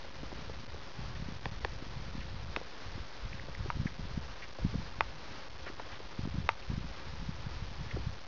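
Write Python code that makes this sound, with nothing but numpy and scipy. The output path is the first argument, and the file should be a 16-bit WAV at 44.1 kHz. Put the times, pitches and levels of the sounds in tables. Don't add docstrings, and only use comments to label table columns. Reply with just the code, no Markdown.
import sys
import numpy as np
from scipy import signal
from scipy.fft import rfft, irfft
from scipy.io import wavfile

SR = 44100
rng = np.random.default_rng(int(sys.argv[2]) if len(sys.argv) > 2 else 0)


def store_pcm(level_fs):
    pcm = np.round(np.clip(level_fs, -1, 1) * 32767).astype(np.int16)
    wavfile.write(sys.argv[1], SR, np.atleast_2d(pcm).T)


N = 364707
TIME = np.arange(N) / SR

# (frequency [Hz], relative level [dB])
AIR_SPECTRUM = [(20, 2), (120, -1), (330, 1), (520, -0.5), (700, -2.5), (920, 0.5), (1250, -1.5),
                (1650, -3.5), (2100, -6.5), (2700, -11), (3800, -12), (5500, -14)]
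# (time [s], rise [dB])
AIR_SWELLS = [(.03, 2), (.42, 3), (1.02, 2.5), (2.81, 2.5), (3.15, 2), (4.24, 2), (4.85, 3), (5.39, 4.5),
              (5.95, 2.5), (6.99, 4), (7.52, 3.5)]
# (frequency [Hz], rms level [dB])
HUM_TONES = [(539, -65), (4148, -78), (5005, -81)]
# (frequency [Hz], relative level [dB])
RUMBLE_SPECTRUM = [(8, -12), (22, -3), (45, 1), (72, -1), (115, -7), (180, -17), (260, -25), (500, -45)]
# (start [s], length [s], level [dB])
GRIP_SHIFTS = [(0.171, .58, -46.5), (.98, 0.36, -42), (1.43, 1.07, -43), (2.838, 0.14, -43),
               (3.21, .32, -42.5), (3.56, 0.3, -38.5), (3.967, 0.3, -42), (4.589, .19, -37),
               (4.821, 0.3, -46.5), (5.261, .05, -49.5), (5.698, .4, -55), (6.17, .28, -38),
               (6.671, .18, -40), (7.04, 0.82, -42.5), (7.923, .15, -39)]
# (time [s], peak
# level [dB], pitch [Hz])
FINGER_KNOCKS = [(.047, -41, 466), (.231, -38, 374), (.318, -34.5, 757), (.327, -32.5, 350),
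                 (.496, -34.5, 440), (.744, -38.5, 415), (1.457, -32.5, 429), (1.648, -28, 460),
                 (2.570, -27.5, 435), (2.614, -35.5, 474), (3.485, -35.5, 565), (3.659, -33, 383),
                 (4.587, -33.5, 502), (4.740, -31, 361), (5.667, -35, 370), (5.7, -35.5, 402),
                 (5.797, -29.5, 708), (6.003, -37, 480), (6.252, -35, 912), (7.964, -32.5, 683),
                 (7.968, -30, 329)]
# (time [s], relative level [dB], pitch [Hz])
FINGER_BUMPS = [(.234, -33, 215), (.993, -31, 130.4), (1.225, -31.5, 145), (1.288, -30, 190),
                (1.466, -30.5, 129), (1.826, -34, 249), (2.154, -32, 182), (2.182, -32.5, 159),
                (2.981, -35, 230), (3.802, -26.5, 120), (3.859, -21.5, 157), (3.996, -30, 145),
                (4.178, -24, 151.4), (4.651, -18, 146.5), (4.757, -24.5, 145), (6.193, -27.5, 188),
                (6.256, -27.5, 164), (6.276, -27, 202), (6.386, -24.5, 121), (6.703, -25, 111.3),
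                (6.739, -27.5, 116), (6.78, -27.5, 155.3), (7.293, -25.5, 132), (7.469, -29, 110),
                (7.625, -29, 100), (7.947, -30, 121), (8.072, -29, 95)]
# (time [s], level [dB], pitch [Hz], length [s], width [octaves])
CLOTH_SCUFFS = [(1.153, -50.5, 2180, 0.016, .43), (2.203, -50, 2120, 0.028, 0.38),
                (3.329, -45.5, 2100, 0.0056, .31), (3.347, -44.5, 1740, 0.0062, 0.12),
                (3.3956, -41, 1850, 0.0033, .36), (3.5496, -40.5, 1960, .0028, .27),
                (3.865, -41, 1890, 0.012, .24), (4.42, -46.5, 1996, 0.032, 0.44),
                (5.661, -44, 1620, .032, .56), (5.916, -49.5, 2070, 0.033, .49),
                (6.62, -51.5, 2360, .016, 0.31), (7.909, -44, 2130, 0.0094, 0.32)]
# (time [s], peak level [dB], tilt [dB/octave], mode tuning [ratio],
# low edge [Hz], top edge [Hz], rebound [ratio])
CASE_CLICKS = [(1.4567, -22.5, 2.5, .9, 306, 5530, .55), (1.6484, -19, 2.6, .88, 270, 5160, .65),
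               (2.5632, -17, 4, 1.02, 373, 3670, 0.13), (3.7023, -18.5, -4, 1.08, 842, 1800, 0),
               (5.0080, -10, -1.4, .99, 376, 4080, 0), (6.491, -9, -1.2, 1.025, 387, 4680, 0)]
# (frequency [Hz], width [Hz], relative level [dB])
CASE_MODES = [(684, 590, -11.5), (895, 73, 0.5), (1154, 140, -2.5), (1344, 420, -7), (2064, 240, -4.5),
              (2525, 170, -5), (3610, 210, -13), (5200, 200, -17)]


def gain_of(db):
    return 10 ** (np.asarray(db) / 20)


def unit_rms(x):
    return x / np.sqrt(np.mean(x ** 2) + 1e-20)


def coloured_noise(spectrum):
    hz, db = np.transpose(spectrum)
    shape_db = np.interp(np.log(np.fft.rfftfreq(N, 1 / SR) + 1), np.log(hz + 1), db)
    return unit_rms(irfft(rfft(rng.standard_normal(N)) * gain_of(shape_db), N))


def band_noise(size, hz, octaves):
    away = np.log2((np.fft.rfftfreq(size, 1 / SR) + 1) / hz) / octaves
    return unit_rms(irfft(rfft(rng.standard_normal(size)) * np.exp(-.5 * away ** 2), size))


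def wander(rate_hz):
    lowpass = np.exp(-.5 * (np.fft.rfftfreq(N, 1 / SR) / rate_hz) ** 2)
    return unit_rms(irfft(rfft(rng.standard_normal(N)) * lowpass, N))


def add(mix, s, sound):
    part = mix[max(round(s * SR), 0):][:len(sound)]
    part += sound[:len(part)]


def marsh_air(level_db=-52, swell_s=.06, drift_db=.5, flutter_db=1.0):
    hiss = coloured_noise(AIR_SPECTRUM)
    swells_db = sum(db * np.exp(-.5 * ((TIME - s) / swell_s) ** 2) for s, db in AIR_SWELLS)
    unrest_db = drift_db * wander(rate_hz=3) + flutter_db * wander(rate_hz=14)
    return hiss * gain_of(level_db + swells_db + unrest_db)


def camera_hum(waver_hz=2.5):
    out = np.zeros(N)
    for hz, db in HUM_TONES:
        phase = 2 * np.pi * np.cumsum(hz + waver_hz * wander(rate_hz=6)) / SR
        out += np.sqrt(2) * gain_of(db) * np.sin(phase)
    return out


def hand_effort(rest_db, attack_s=.035, release_s=.06, jerk_hz=5.6, jerk_db=2):
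    level = np.full(N, gain_of(rest_db))
    for start, length, db in GRIP_SHIFTS:
        t = TIME - start
        attack = np.clip(t / attack_s, 0, 1)
        release = np.exp(-np.maximum(t - length, 0) / release_s)
        jerks = np.cos(2 * np.pi * jerk_hz * (t - attack_s))
        level = np.maximum(level, gain_of(db + jerk_db * jerks) * attack * release)
    return 20 * np.log10(level) - rest_db


def microphone_swing(hz, cycles):
    t = np.arange(-3 * SR // 100, 3 * SR // 100) / SR
    wave = -np.sin(2 * np.pi * hz * t) / np.cosh(2 * hz * t / cycles)
    return wave / wave.max()


def hand_rumble(rest_db=-56, slips_per_s=42, slip_hz=76, spread_octaves=.48, octaves_per_db=.032):
    effort_db = hand_effort(rest_db)
    slips = np.zeros(N)
    times = np.cumsum(rng.exponential(1, 1000)) / slips_per_s
    for s, (pitch, size) in zip(times, rng.standard_normal((len(times), 2))):
        if s < N / SR:
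            hz = slip_hz * 2 ** (spread_octaves * pitch + octaves_per_db * effort_db[int(s * SR)])
            size_db = 3.5 * min(size, 2)
            add(slips, s, gain_of(size_db) * microphone_swing(hz, cycles=.45))
    swaying = gain_of(.41 + .78 * effort_db) * coloured_noise(RUMBLE_SPECTRUM)
    slipping = gain_of(effort_db - 4) * unit_rms(slips)
    return gain_of(rest_db) * (swaying + slipping)


def finger_knocks(grit=1.1, decay_cycles=2.1):
    out, t = np.zeros(N), np.arange(SR // 20) / SR
    for s, db, hz in FINGER_KNOCKS:
        ring = np.sin(2 * np.pi * hz * t) + grit * band_noise(len(t), hz, octaves=.74)
        knock = ring * np.exp(-t * hz / decay_cycles)
        add(out, s, gain_of(db) * knock / abs(knock).max())
    return out


def finger_bumps(trim_db=-1):
    out = np.zeros(N)
    for s, db, hz in FINGER_BUMPS:
        bump = microphone_swing(hz, cycles=.44)
        add(out, s - len(bump) / 2 / SR, gain_of(db + trim_db) * bump)
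    return out


def cloth_scuffs(rise_share=.17):
    out, t = np.zeros(N), np.arange(SR // 3) / SR
    for s, db, hz, length, octaves in CLOTH_SCUFFS:
        rub = band_noise(len(t), hz, octaves)
        stroke = (1 - np.exp(-t / (rise_share * length))) * np.exp(-(t / length) ** 2)
        add(out, s, gain_of(db) * rub * stroke / stroke.max())
    return out


def case_clicks(rebound_s=.00112, floor_db=-80, size=4096):
    out, f = np.zeros(N), abs(np.fft.fftfreq(size, 1 / SR)) + 1
    for s, db, tilt_db, tuning, low_hz, top_hz, rebound in CASE_CLICKS:
        mode_power = sum(gain_of(mode_db) ** 2 / (1 + (2 * (f - hz * tuning) / width) ** 2)
                         for hz, width, mode_db in CASE_MODES)
        band_power = mode_power / (1 + (low_hz / f) ** 6) / (1 + (f / top_hz) ** 4)
        tilt = gain_of(tilt_db * np.log2(f / low_hz))
        log_gain = np.log(np.sqrt(band_power) * tilt + gain_of(floor_db))
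        spectrum = np.exp(np.conj(signal.hilbert(log_gain)))
        snap = np.fft.ifft(spectrum).real[:size // 2]
        snap = gain_of(db) * snap / abs(snap).max()
        add(out, s, snap)
        add(out, s + rebound_s, rebound * snap)
    return out


def case_shiver(clicks, relative_db=-20, decay_s=.012):
    t = np.arange(SR // 12) / SR
    envelope = np.exp(-t / decay_s) * (1 - np.exp(-2 * t / decay_s))
    tail = band_noise(len(t), hz=1100, octaves=.98) * envelope
    ringing = signal.oaconvolve(clicks, tail)[:N]
    return gain_of(relative_db) * clicks.std() * unit_rms(ringing)


def scene():
    bed = marsh_air() + camera_hum() + hand_rumble()
    touches = finger_knocks() + finger_bumps() + cloth_scuffs()
    clicks = case_clicks()
    return (bed + touches + clicks + case_shiver(clicks))[None]


def record(dry, step=.00755, bias_steps=-.85, edge_hz=7450):
    at_12_khz = signal.resample_poly(dry, 40, 147, axis=1)
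    stepped = step * np.round(at_12_khz / step + bias_steps)
    smoothing = signal.firwin(16 * 147 + 1, 1 / 147, window=("kaiser", 9))
    full_rate = signal.resample_poly(stepped, 147, 40, axis=1, window=smoothing)[:, :N]
    treble_cut = signal.firwin(511, edge_hz, window=("kaiser", 9), fs=SR)
    return signal.oaconvolve(full_rate, treble_cut[None], "same")


dry = scene()
out = record(dry)
store_pcm(out)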